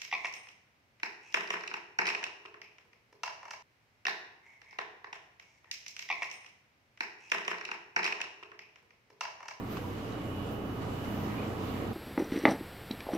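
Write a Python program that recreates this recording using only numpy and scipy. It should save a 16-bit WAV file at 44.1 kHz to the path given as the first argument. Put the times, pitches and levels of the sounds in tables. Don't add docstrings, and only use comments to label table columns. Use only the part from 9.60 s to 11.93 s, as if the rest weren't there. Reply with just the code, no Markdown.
import sys
import numpy as np
from scipy import signal
from scipy.fft import rfft, irfft, next_fast_len
from scipy.io import wavfile
from scipy.ndimage import uniform_filter1d

SR = 44100
rng = np.random.default_rng(int(sys.argv[2]) if len(sys.argv) > 2 else 0)


def unload_audio(sound):
    columns = np.transpose(np.atleast_2d(sound))
    steps = np.round(np.clip(columns, -1, 1) * 32767)
    wavfile.write(sys.argv[1], SR, steps.astype(np.int16))


N = 102841
T = np.arange(N) / SR
FFT_SIZE = next_fast_len(N)
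F = np.maximum(np.arange(FFT_SIZE // 2 + 1) * SR / FFT_SIZE, 1)

# t/s, level/dB
BED_LEVEL = [(0.0, -35.5), (0.02, -39), (1.3, -37), (1.44, -37), (1.47, -36), (2.32, -36), (2.33, -40)]
# f/Hz, width/Hz, level/dB re the bed
RESONANCES = [(107.9, 10, -13), (145.6, 4.4, -24.5), (171, 38, -17), (207, 47, -18), (270.4, 31, -9.5),
              (323.3, 14, -16.5), (431, 46, -14), (664, 35, -27), (765, 47, -19), (1119.3, 19, -20),
              (1248, 126, -19)]
# f/Hz, level/dB re the bed, waver/dB, pan/dB (always left minus right)
HUM_TONES = [(60, -15.5, .7, -1), (120, -11, 2.0, -1), (240, -18, 2.5, -1.5), (300, -15, 2.5, -2),
             (480, -25, 2.5, -2), (970, -28, 2.0, -2), (3854, -42, 2.0, -2)]
# t/s, level/dB
UPPER_DRONE_LEVEL = [(0, -53), (1.44, -53), (1.5, -41.5), (1.71, -41.5), (1.78, -52), (1.88, -46),
                     (2.0, -52), (2.15, -47), (2.33, -49)]
# t/s, level/dB
LOWER_DRONE_LEVEL = [(0, -51), (.18, -52), (.25, -40), (.38, -43.5), (.46, -52), (.62, -58), (.69, -40),
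                     (.8, -47), (1.05, -53), (1.15, -46.5), (1.32, -42), (1.42, -49), (1.62, -45),
                     (1.75, -52.5), (2.0, -41.5), (2.33, -50)]
# t/s, level/dB
WHINE_LEVEL = [(0, -69), (.38, -70.5), (.6, -66.5), (.76, -63.5), (1.0, -66), (1.6, -65.5), (1.75, -69.5),
               (2.33, -70.5)]
# f/Hz, relative level/dB
RUSH_EQ = [(25, -26), (40, -18), (52, -18.5), (78, -19), (100, -13.5), (150, -11), (330, -12), (500, -15.5),
           (1250, -23), (1500, -27), (3000, -32), (3500, -36), (7500, -48), (9200, -55.5), (11000, -48.5),
           (15500, -53)]
# t/s, level/dB
RUSH_TREBLE = [(0.0, -63), (0.34, -62.5), (0.6, -64), (1.0, -63), (1.17, -63), (1.47, -59.5), (2.33, -61)]
# t/s, level/dB, f/Hz, decay/cycles, pan/dB
PLINKS = [(.169, -31.5, 1100, 24, -4), (.169, -39, 2500, 32, 2), (.18, -43, 2900, 40, 4),
          (.215, -35, 470, 16, -2), (.24, -38.5, 960, 50, -4), (.522, -46, 3850, 45, 0),
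          (.538, -35, 690, 16, 0), (.854, -29.5, 440, 13, -2), (1.05, -34, 520, 13, -2),
          (1.233, -38, 1130, 16, 2), (1.457, -46, 2050, 25, 2), (1.783, -37.5, 2330, 30, -2),
          (1.795, -39, 2440, 36, -5), (1.828, -41, 2350, 20, -4), (2.155, -52, 7300, 40, 4),
          (2.23, -44, 2000, 25, -3), (2.305, -33, 440, 14, -2), (2.31, -36, 760, 20, -2)]
# t/s, level/dB, decay/s
HAND_SLOPS = [(0.127, -49, 0.14), (0.172, -45, 0.009), (0.375, -55, 0.037), (0.522, -51.5, 0.0097),
              (0.622, -71, 0.018), (1.014, -70, .02), (1.446, -49, .03), (1.222, -48, 0.034),
              (1.794, -53, 0.018), (2.075, -53, 0.037)]
# f/Hz, relative level/dB
SLOP_EQ = [(500, -17), (1100, 8), (2500, 1.5), (6000, -10.5), (14000, -30)]
# t/s, level/dB
HISS_LEVEL = [(0.0, -65), (0.08, -64), (0.12, -56.5), (0.28, -64.5), (0.37, -65), (0.6, -70), (0.69, -63),
              (0.89, -70), (0.92, -58), (0.98, -66), (1.13, -63.5), (1.3, -64.5), (1.62, -58.5),
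              (1.68, -63), (1.8, -61.5), (1.99, -66), (2.04, -58), (2.33, -64)]
# f/Hz, relative level/dB
HISS_EQ = [(8500, -25), (9800, -12), (11500, -4.5), (13000, 0.5), (14300, -3), (15500, -6)]
# f/Hz, left-right correlation (0 wide, 1 mono)
NOISE_CORRELATION = [(25, 0.9), (60, 0.67), (130, 0.96), (290, 0.87), (640, 0.49), (1300, 0), (15000, 0.06)]
# f/Hz, pan/dB
NOISE_PAN = [(30, 2), (60, -3), (110, -2.5), (200, -0.5), (380, -2.5), (700, -2.5), (1290, -3),
             (2380, -3.5), (4400, -3), (8120, 11), (15000, -1.5)]


def motors():
    rumble = sum(undb(db) * coloured_noise(1 / (1 + (2 * (F - hz) / width_hz) ** 2))
                 for hz, width_hz, db in RESONANCES)
    hum = sum(tone(hz, drift_hz=0.27, pan_db=pan_db) * undb(db + waver_db * wander(4.76))
              for hz, db, waver_db, pan_db in HUM_TONES)
    return (rumble + hum) * undb(curve(BED_LEVEL))


def motor_voices():
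    upper = tone(hz=212, drift_hz=2.347, pan_db=-2.9) * undb(curve(UPPER_DRONE_LEVEL))
    lower = tone(hz=94.1, drift_hz=2.347, pan_db=-1.8) * undb(curve(LOWER_DRONE_LEVEL))
    whine = tone(hz=2929.7, drift_hz=.15, pan_db=-16) * undb(curve(WHINE_LEVEL) + 1.6 * wander(22))
    return (upper + lower) * undb(1.56 * wander(21.95)) + whine


def rush(trim_db=-2, swell_db=.6, flicker_db=1.3, crossover_hz=3000):
    spectrum = stereo_spectrum() * undb(over_hz(RUSH_EQ))
    swell = swell_db * wander(11.5)
    body = treble = 0
    for half_octave in np.arange(9, 29):
        window = np.cos(np.pi / 2 * np.clip(2 * np.log2(F) - half_octave, -1, 1)) ** 2
        band = to_time(spectrum * window) * undb(swell + flicker_db * wander(14.08))
        if 2 ** (half_octave / 2) > crossover_hz:
            treble = treble + band
        else:
            body = body + band
    bed_db = curve(BED_LEVEL)
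    treble_db = curve(RUSH_TREBLE) - np.mean(curve(RUSH_TREBLE)) + np.mean(bed_db)
    return undb(trim_db) / rms(body) * (body * undb(bed_db) + treble * undb(treble_db))


def add_bubble(out, at, db, hz, cycles, pan_db, glide=.04):
    start = int(at * SR)
    t = np.arange(min(int(2 * cycles / hz * SR), N - start)) / SR
    age = t * hz / cycles
    envelope = np.exp(-3 * age) * np.minimum(age * 8, 1)
    plink = np.sin(2 * np.pi * hz * t * (1 + glide * age)) * envelope
    out[:, start:start + len(t)] += panned(plink * undb(db), pan_db)


def drips(trickle_per_s=110, floor_db=-57, scatter_db=2.5, lowest_hz=700, octaves=3.4):
    out = np.zeros((2, N))
    for plink in PLINKS:
        add_bubble(out, *plink)
    count = int(trickle_per_s * N / SR)
    for when, strength, pitch, side in rng.random(size=(400, 4))[:count]:
        db = floor_db - scatter_db * np.log(1 - strength)
        hz = lowest_hz * 2 ** (pitch * octaves)
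        add_bubble(out, when * N / SR, db, hz, cycles=10, pan_db=12 * (side - .5))
    return out


def slops():
    envelope = sum(undb(db) * np.exp(-np.where(T < at, -3, 1) * (T - at) / decay_s)
                   for at, db, decay_s in HAND_SLOPS)
    return envelope * coloured_noise(undb(over_hz(SLOP_EQ)))


def high_hiss(low_cut_hz=5000, top_hz=13300, flicker_db=1.2, top_flicker_db=1.8, top_swing=.45):
    spectrum = stereo_spectrum() * undb(over_hz(HISS_EQ)) * (F > low_cut_hz)
    ride_db = curve(HISS_LEVEL)
    body = to_time(spectrum * (F <= top_hz)) * undb(flicker_db * wander(23.2))
    top_db = top_flicker_db * wander(26.6) + top_swing * (ride_db - np.mean(ride_db))
    hiss = body + to_time(spectrum * (F > top_hz)) * undb(top_db)
    return hiss / rms(hiss) * undb(ride_db)


def small_room(x, rt60_s=.07, wet_db=-9):
    t = T[:SR // 5]
    tail = rng.standard_normal((2, len(t))) * np.exp(-np.log(1000) * t / rt60_s)
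    tail /= np.sqrt(np.sum(tail ** 2, axis=1, keepdims=True))
    return x + undb(wet_db) * signal.fftconvolve(x, tail, axes=1)[:, :N]


def tone(hz, drift_hz, pan_db):
    phase = 2 * np.pi * (np.cumsum(hz + drift_hz * wander(5.94)) / SR + rng.random())
    return panned(np.sqrt(2) * np.sin(phase), pan_db)


def stereo_spectrum():
    mid, side = rfft(rng.standard_normal((2, FFT_SIZE)))
    correlation = np.clip(over_hz(NOISE_CORRELATION), 0, .99)
    mid, side = mid * np.sqrt(1 + correlation), side * np.sqrt(1 - correlation)
    lean = undb(over_hz(NOISE_PAN) / 2)
    return np.array([(mid + side) * lean, (mid - side) / lean])


def coloured_noise(gain):
    noise = to_time(stereo_spectrum() * gain)
    return noise / rms(noise)


def wander(rate_hz):
    hold = int(SR / rate_hz)
    steps = np.repeat(rng.standard_normal(N // hold + 1), hold)
    return 1.353 * uniform_filter1d(uniform_filter1d(steps, hold), hold)[:N]


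def panned(x, pan_db):
    return x * undb(np.array([[pan_db], [-pan_db]]) / 2)


def curve(table):
    return np.interp(T, *np.array(table).T)


def over_hz(table):
    hz, values = np.array(table).T
    return np.interp(np.log(F), np.log(hz), values)


def to_time(spectrum):
    return irfft(spectrum, FFT_SIZE)[:, :N]


def undb(db):
    return 10 ** (np.asarray(db) / 20)


def rms(x):
    return np.sqrt(np.mean(x ** 2))


def scene():
    return rush() + motors() + motor_voices() + high_hiss() + small_room(drips()) + slops()


def record(dry, high_cut_hz=15650, dc_offset=-0.0012):
    lead = SR // 50
    padded = np.pad(dry, ((0, 0), (lead, 0)), mode="reflect")
    high_cut = signal.ellip(16, .3, 80, high_cut_hz, fs=SR, output="sos")
    return signal.sosfilt(high_cut, padded)[:, lead:] + dc_offset


dry = scene()
out = record(dry)
unload_audio(out)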